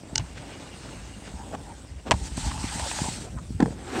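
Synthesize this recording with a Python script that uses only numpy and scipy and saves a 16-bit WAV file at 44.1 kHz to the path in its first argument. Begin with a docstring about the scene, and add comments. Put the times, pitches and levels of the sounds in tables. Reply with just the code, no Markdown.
"""In a snow park, skis clack onto a plastic box, rub along it and slap down on packed snow.
Their edges scrape the crust in a braking turn, thud over hard bumps and skip through a last turn.
Rubbing makes the skis drone and ring, and jolts set them flapping.
Wind and ski vibration rumble in the skier's own mono camera."""
import sys
import numpy as np
from scipy import signal
from scipy.fft import rfft, irfft, next_fast_len
from scipy.io import wavfile
from scipy.ndimage import uniform_filter1d, map_coordinates

SR = 44100
rng = np.random.default_rng(int(sys.argv[2]) if len(sys.argv) > 2 else 0)


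def materialize(psi):
    """Save the field psi as 16-bit PCM at rate SR to the path in sys.argv[1].

    A 1-D psi becomes a single channel; in a 2-D psi each row is a channel.
    """
    bounded = np.clip(np.atleast_2d(psi).T, -1, 1)
    quanta = np.round(bounded * 32767).astype(np.int16)
    wavfile.write(sys.argv[1], SR, quanta)


N = 4 * SR


def amp(db):
    """Turn decibels into a gain to multiply by."""
    return 10 ** (np.asarray(db) / 20)


def unit(x):
    """Scale a sound to an average power of 1."""
    return x / np.sqrt(np.mean(x ** 2) + 1e-20)


def level(rows):
    """A gain for each sample from (time [s], level [dB]) rows, fading fast outside them."""
    times, db = np.transpose(rows)
    t = np.arange(N) / SR
    outside_s = np.maximum(times[0] - t, 0) + np.maximum(t - times[-1], 0)
    return amp(np.interp(t, times, db) - 490 * outside_s)


def wobble(per_s):
    """A smooth curve through per_s random values a second."""
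    values = rng.standard_normal(int(N * per_s / SR) + 4)
    return map_coordinates(values, [np.arange(N) * per_s / SR])


def coloured(x, colour):
    """Shape a sound's bass and treble with (frequency [Hz], level [dB]) rows."""
    size = 2 * next_fast_len(len(x))
    hz, db = np.transpose(colour)
    gain = amp(np.interp(np.log(np.fft.rfftfreq(size, 1 / SR) + 1), np.log(hz + 1), db))
    cepstrum = irfft(np.log(np.maximum(gain, 1e-6)))
    cepstrum[1:size // 2] *= 2  # fold it so the filter rings after a hit, never before
    cepstrum[size // 2 + 1:] = 0
    return irfft(rfft(x, size) * np.exp(rfft(cepstrum)))[:len(x)]


def resonate(x, hz, width_hz):
    """Keep the sound near one pitch: a narrow filter, then one twice as wide."""
    for width in (width_hz, 2 * width_hz):
        x = signal.lfilter(*signal.iirpeak(hz, hz / width, SR), x)
    return x


def rush(patchy_db):
    """Hiss with louder and softer patches scattered over time and pitch."""
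    spectrum = signal.stft(rng.standard_normal(N), nperseg=512)[2]
    patches = uniform_filter1d(rng.standard_normal(spectrum.shape), size=7, axis=0)
    patches = unit(uniform_filter1d(patches, size=8, axis=1))
    return unit(signal.istft(spectrum * amp(patchy_db * patches), nperseg=512)[1][:N])


def grains(per_s, spread_db):
    """Tiny snaps of uneven size at random moments."""
    snaps = (rng.random(N) < per_s / SR) * rng.choice([-1, 1], N)
    sizes = amp(spread_db * np.minimum(rng.exponential(size=N), 4))
    return unit(snaps * sizes)


def blow(colour, crunch_db, crunch_t60, tail_db, tail_t60, treble_db=0):
    """One hit: a sharp push, a short crunch and a faint tail. A t60 is the seconds to fade by 60 dB."""
    t = np.arange(SR // 5) / SR
    fade = amp(crunch_db - 60 * t / crunch_t60) + amp(tail_db - 60 * t / tail_t60)
    hit = coloured(rng.standard_normal(len(t)) * fade, [(150, -5), (1500, 1.5)])
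    hit[0] += 1  # the push
    hit = coloured(hit, colour)
    # make this hit brighter or duller by its own treble setting
    return coloured(hit / np.linalg.norm(hit), [(510, 0), (2500, treble_db)])


def add(track, start_s, x):
    """Mix a short sound into the track."""
    i = max(round(start_s * SR), 0)
    track[i:i + len(x)] += x[:max(N - i, 0)]


def rumble():
    """Wind and shaking make a low rumble at the microphone."""
    # strength of the rumble (time [s], level [dB])
    loudness = [(0, -56), (.09, -48), (.13, -44), (.21, -32), (.27, -44), (.4, -41), (.46, -48),
                (.8, -46.5), (1.05, -40.5), (1.22, -46.5), (1.35, -43), (1.6, -43), (1.88, -46.5),
                (2.05, -47), (2.14, -32.5), (2.3, -43.5), (2.42, -36.5), (2.6, -34.5), (2.72, -39.5),
                (2.82, -36), (2.9, -44), (3.02, -37.5), (3.28, -42.5), (3.36, -33.5), (3.45, -42),
                (3.53, -35), (3.65, -33), (3.8, -43), (3.94, -44), (4, -38)]
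    # its deep tone (frequency [Hz], level [dB])
    colour = [(20, -41), (35, -20.5), (52, 2.5), (66, -3), (100, -6), (170, -10), (260, -20.5),
              (450, -38.5), (1500, -68.5)]
    noise = unit(coloured(rng.standard_normal(N), colour))
    swell = np.sqrt(np.abs(uniform_filter1d(noise ** 2, size=1800)) + 0.022)
    return level(loudness) * unit(noise / swell)  # dividing evens out chance swells


def flexing(rise_s=0.0028, t60=0.13):
    """A jolt sets the skis flapping for a few slow swings."""
    # jolts that bend the skis (time [s], level [dB], frequency [Hz])
    jolts = [(0.189, -27, 99), (1.333, -29.5, 71), (1.909, -33.5, 74), (1.954, -32, 72), (2.134, -23, 65),
             (2.209, -23, 62), (2.31, -26, 59), (2.427, -25, 54.6), (2.464, -20, 66), (2.814, -27, 67.4),
             (3.547, -26, 78)]
    out, t = np.zeros(N), np.arange(SR // 3) / SR
    shape = (1 - np.exp(-t / rise_s)) ** 2 * amp(-60 * t / t60)
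    for start, db, hz in jolts:
        add(out, start, -amp(db) * shape / shape.max() * np.sin(2 * np.pi * hz * t))
    return out


def snow_hiss():
    """Snow hisses under the running skis."""
    # strength of the hiss (time [s], level [dB])
    loudness = [(0, -54), (.3, -52.5), (.8, -50.5), (1.3, -51.5), (1.55, -50.5), (1.8, -52), (1.9, -56),
                (2.04, -55.5), (2.2, -58), (3.3, -52), (3.57, -53), (3.72, -49.5), (3.8, -54), (4, -40)]
    # tone of the snow (frequency [Hz], level [dB])
    colour = [(100, 6.5), (700, 1.5), (1500, 3.5), (3000, 0.5), (5000, 0.5), (7000, 0), (8400, 6.5),
              (9400, -5.5), (11000, -15.5), (15500, -26)]
    snow = rush(patchy_db=3) + amp(-7.5) * grains(per_s=250, spread_db=-0.5)
    return unit(coloured(snow, colour)) * level(loudness) * amp(0.64 * wobble(25.26))


def box_slide():
    """The skis rub along the plastic box, which sings faintly under them."""
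    # strength of the rubbing (time [s], level [dB])
    loudness = [(0, -64), (.27, -52.5), (.45, -48.5), (.9, -48), (1.1, -50), (1.2, -56.5), (1.27, -46),
                (1.34, -58.5), (1.55, -76), (1.8, -64), (2, -55.5)]
    # tone of skis on plastic (frequency [Hz], level [dB])
    colour = [(80, -9), (300, 6), (800, 4), (1200, 0), (1800, -0.5), (2500, -0.5), (3200, -4), (4500, -7),
              (8000, -11.5), (11000, -34)]
    rub = unit(coloured(rush(patchy_db=2) + amp(-6) * grains(per_s=600, spread_db=5), colour))
    ring = unit(resonate(rush(patchy_db=2), hz=2830, width_hz=140))
    return (rub + amp(-12) * ring) * level(loudness) * amp(wobble(35.35))


def ski_drone():
    """The skis give a lumpy drone as they run under the skier's weight."""
    # strength of the drone (time [s], level [dB])
    loudness = [(0, -48), (.09, -45), (.14, -39), (.28, -53.5), (.44, -44.5), (.7, -49.5), (.82, -44),
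                (.9, -43), (1.04, -52.5), (1.14, -49), (1.27, -45.5), (1.39, -46.5), (1.55, -40.5),
                (1.7, -48), (1.82, -52.5), (1.96, -52.5), (2.04, -55), (2.075, -33.5), (2.15, -44),
                (2.19, -49), (3.2, -46.5), (3.3, -49), (3.45, -50.5), (3.58, -63), (3.63, -45), (3.72, -44),
                (3.79, -46.5), (4, -58)]
    # its hollow tone (frequency [Hz], level [dB])
    colour = [(40, -11.5), (130, -0.5), (280, 5), (430, -3.5), (600, -3.5), (880, -9.5), (1150, -20),
              (2000, -27.5), (5000, -47)]
    lumps = rush(patchy_db=1.5) + amp(-2.5) * grains(per_s=90, spread_db=4)
    return unit(coloured(lumps, colour)) * level(loudness) * amp(1.75 * wobble(29.36))


def ski_ring():
    """Rubbing keeps the skis ringing at their own pitch."""
    # strength of the ringing (time [s], level [dB])
    loudness = [(1.32, -68), (1.39, -46.5), (1.6, -58), (1.71, -49.5), (1.8, -71), (2.05, -66), (2.08, -56),
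                (2.14, -44), (2.18, -51), (2.25, -51.5), (2.35, -57), (2.38, -47), (2.54, -43.5),
                (2.8, -41), (2.87, -40.5), (2.95, -41), (3.09, -39), (3.14, -55), (3.25, -59)]
    ring = resonate(rush(patchy_db=2.9), hz=857, width_hz=163)
    return unit(ring) * level(loudness) * amp(0.4 * wobble(40))


def scuffs():
    """Short rubs of the skis swell and fade, each around one pitch."""
    # brief rubs (middle time [s], length [s], level [dB], frequency [Hz], width [Hz])
    rubs = [(.083, .025, -51, 540, 450), (0.202, 0.021, -44, 1900, 2200), (.38, 0.016, -43, 1900, 2200),
            (0.435, 0.012, -43.5, 700, 900), (0.528, 0.033, -47.5, 1930, 1500),
            (1.144, 0.033, -53, 2830, 200), (1.264, 0.027, -50, 1900, 2000), (1.542, 0.018, -35, 640, 690),
            (2.075, 0.023, -40, 650, 600), (2.08, 0.022, -44, 2400, 2800), (2.124, 0.011, -31, 1900, 1290),
            (2.515, 0.0082, -39, 1490, 900), (2.691, 0.021, -39, 1500, 1400), (2.869, 0.014, -36, 593, 160),
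            (3.25, 0.033, -44, 420, 200), (3.277, 0.019, -43.5, 590, 350), (3.385, 0.018, -42.5, 1145, 300),
            (3.611, 0.015, -31.5, 840, 500), (3.72, 0.027, -45, 470, 348)]
    # softening of their highest treble (frequency [Hz], level [dB])
    treble_cut = [(8000, 0), (11000, -18), (15000, -28)]
    out = np.zeros(N)
    t = np.arange(SR // 5) / SR - 0.1  # zero at the middle of a rub
    for middle, length, db, hz, width_hz in rubs:
        swell = np.exp(-2 * (t / length) ** 2)
        rub = resonate(rng.standard_normal(len(t)), hz, width_hz) * swell
        add(out, middle + t[0], amp(db) * rub * np.linalg.norm(swell) / np.linalg.norm(rub))
    return coloured(out, treble_cut)


def braking_turn():
    """The edges shave and break the snow crust: a bright, grainy spray over a dull scrape."""
    # how hard the edges press (time [s], level [dB])
    pressure = [(2.14, -45), (2.152, -47.5), (2.272, -40), (2.298, -49), (2.364, -46), (2.372, -38),
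                (2.474, -37), (2.584, -44), (2.596, -38.5), (2.924, -35), (2.942, -34), (3.068, -35.5),
                (3.25, -46), (3.33, -73)]
    # tone of the spray (frequency [Hz], level [dB])
    spray_colour = [(710, -43), (1200, -3), (1520, -1), (2220, -4), (3090, -1), (3440, -2.5), (4320, -1),
                    (6780, -1.5), (8230, 3), (10700, -19.5), (15700, -32)]
    # tone of the scrape (frequency [Hz], level [dB])
    scrape_colour = [(60, 11), (200, 4), (600, 15), (1100, 1), (1400, -22), (4000, -57)]
    crust = rush(patchy_db=1.9) + amp(-9.5) * grains(per_s=900, spread_db=-1)
    spray = unit(coloured(crust, spray_colour)) * amp(0.9 * wobble(55))
    scrape = unit(coloured(rush(patchy_db=-3.5), scrape_colour))
    return level(pressure) * (amp(0.13) * spray + amp(-18.5) * scrape)


def last_turn(skips_per_s=170):
    """The edges skip unevenly over ribbed snow."""
    # how hard the edges press (time [s], level [dB])
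    pressure = [(3.76, -47), (3.86, -43.5), (3.88, -36.5), (3.93, -34.5), (3.955, -27.5), (4, -27)]
    # low tone of the skipping edges (frequency [Hz], level [dB])
    colour = [(71, -36), (120, -35), (235, -5.5), (294, -2.5), (425, -9), (554, -14), (639, -22),
              (783, -10), (922, -19), (1670, -20), (3470, -30), (8180, -39), (15700, -62)]
    skip_count = np.floor(np.cumsum(skips_per_s * np.exp(0.28 * wobble(120))) / SR)
    skips = unit(np.diff(skip_count, prepend=0) * amp(2.7 * wobble(150)))
    return level(pressure) * unit(coloured(rush(patchy_db=1.5) + amp(-7) * skips, colour))


def clacks(tick_s=0.002, rebound_s=0.0014):
    """Each ski tip ticks, hits and bounces on the box, which rings briefly."""
    # ski tips meeting the box (time [s], relative level [dB])
    tips = [(0.1569, -9), (0.1801, -10)]
    # bright tone of a clack (frequency [Hz], level [dB])
    colour = [(100, -19), (700, -17), (1500, -7), (2500, -5), (2950, 1), (3400, -3), (4400, 5), (6600, 6),
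              (8000, -5), (9500, -17), (15000, -46)]
    # the box's own notes (frequency [Hz], relative level [dB], time to fade by 60 dB [s])
    box_notes = [(887, -23, 0.073), (1545, -21, 0.027), (2930, -26.5, 0.065)]
    out, t = np.zeros(N), np.arange(SR // 5) / SR
    for start, db in tips:
        for delay, contact_db in [(-tick_s, -4), (0, 10), (rebound_s, 10)]:
            hit = blow(colour, crunch_db=-20.5, crunch_t60=0.01, tail_db=-41, tail_t60=0.035)
            add(out, start + delay, amp(db + contact_db) * hit)
        for hz, note_db, t60 in box_notes:
            add(out, start, amp(db + note_db - 60 * t / t60) * np.sin(2 * np.pi * hz * t))
    return out


def impacts():
    """The skis slap on hard snow or the box, thud over bumps and bang flat on a hard ridge."""
    # undersides slapping down (time [s], relative level [dB], treble [dB])
    slaps = [(0.1967, -28, 6), (1.53, -33, -2), (1.545, -24.5, -9), (1.549, -16.5, -8), (2.1102, -6, 5),
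             (2.1121, -10, -12), (2.1162, -2, 0), (2.119, -5, -8), (2.1265, -15, -5), (2.139, -13.5, -10),
             (2.377, -19.5, -6.5), (2.514, -19.5, -2), (2.578, -26, 1), (2.796, -17.5, 3), (2.914, -23, 11),
             (2.988, -17.5, -1), (3.042, -21.5, 7), (3.087, -23, -11), (3.386, -34, 2)]
    # sharp tone of a slap (frequency [Hz], level [dB])
    slap_colour = [(60, -5), (300, -4.5), (450, -8), (640, 4.5), (780, 4.5), (1020, 6), (1300, -11.5),
                   (1780, -7.5), (2150, -15), (2700, -11), (4500, -23), (5700, -18.5), (8200, -21.5),
                   (10000, -36), (15000, -70)]
    # bumps under the skis (time [s], relative level [dB])
    thuds = [(0.129, -28), (.196, -34), (1.176, -39), (1.275, -34), (1.339, -29.5), (2.135, -20),
             (2.377, -20.5), (2.464, -24.5), (2.641, -22), (2.756, -26), (2.819, -32), (3.017, -19),
             (3.085, -22.5), (3.336, -36), (3.363, -30.5), (3.505, -25)]
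    # dull tone of a thud (frequency [Hz], level [dB])
    thud_colour = [(30, -19), (70, 0), (200, 4), (330, -7.5), (550, -22), (1000, -36), (3000, -57)]
    # hits on the ridge (time [s], relative level [dB], treble [dB])
    bangs = [(3.6012, -14, -7), (3.604, -18.5, 10.5), (3.617, -22, -2), (3.625, -12.5, -2),
             (3.628, -11, 4.5), (3.634, -15.5, -12), (3.659, -22, 2), (3.665, -24, -22), (3.681, -26, -10),
             (3.706, -28, -7)]
    # heavy tone of a bang (frequency [Hz], level [dB])
    bang_colour = [(40, -20), (120, -3), (230, 6), (345, -1), (480, -4.5), (600, -17.5), (800, -12.5),
                   (1300, -29), (1700, -25.5), (2500, -42), (5000, -44), (8500, -46.5), (11000, -67)]
    out = np.zeros(N)
    for start, db, treble_db in slaps:
        slap = blow(slap_colour, crunch_db=-15.5, crunch_t60=0.018,
                    tail_db=-37, tail_t60=0.048, treble_db=treble_db)
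        add(out, start, amp(db + 11.5) * slap)
    for start, db in thuds:
        thud = blow(thud_colour, crunch_db=-22, crunch_t60=0.029, tail_db=-30.5, tail_t60=0.1)
        add(out, start, amp(db + 21) * thud)
    for start, db, treble_db in bangs:
        bang = blow(bang_colour, crunch_db=-17, crunch_t60=0.019,
                    tail_db=-41, tail_t60=0.13, treble_db=treble_db)
        add(out, start, amp(db + 22) * bang)
    return out


def scene():
    """Everything reaches one microphone, so left and right are the same."""
    sliding = snow_hiss() + box_slide() + ski_drone()
    scraping = braking_turn() + ski_ring() + last_turn()
    mono = sliding + scraping + rumble() + flexing() + clacks() + impacts() + scuffs()
    return np.array([mono, mono])


def record(dry, bottom_hz=36, top_hz=15850):
    """The camera cuts the deepest bass and the highest treble."""
    bass_cut = signal.butter(4, bottom_hz, "high", fs=SR, output="sos")
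    size = next_fast_len(N + SR // 2)
    spectrum = rfft(signal.sosfilt(bass_cut, dry), size)
    below_top = np.fft.rfftfreq(size, 1 / SR) < top_hz
    return irfft(spectrum * below_top, size)[:, :N]


dry = scene()
out = record(dry)
materialize(out)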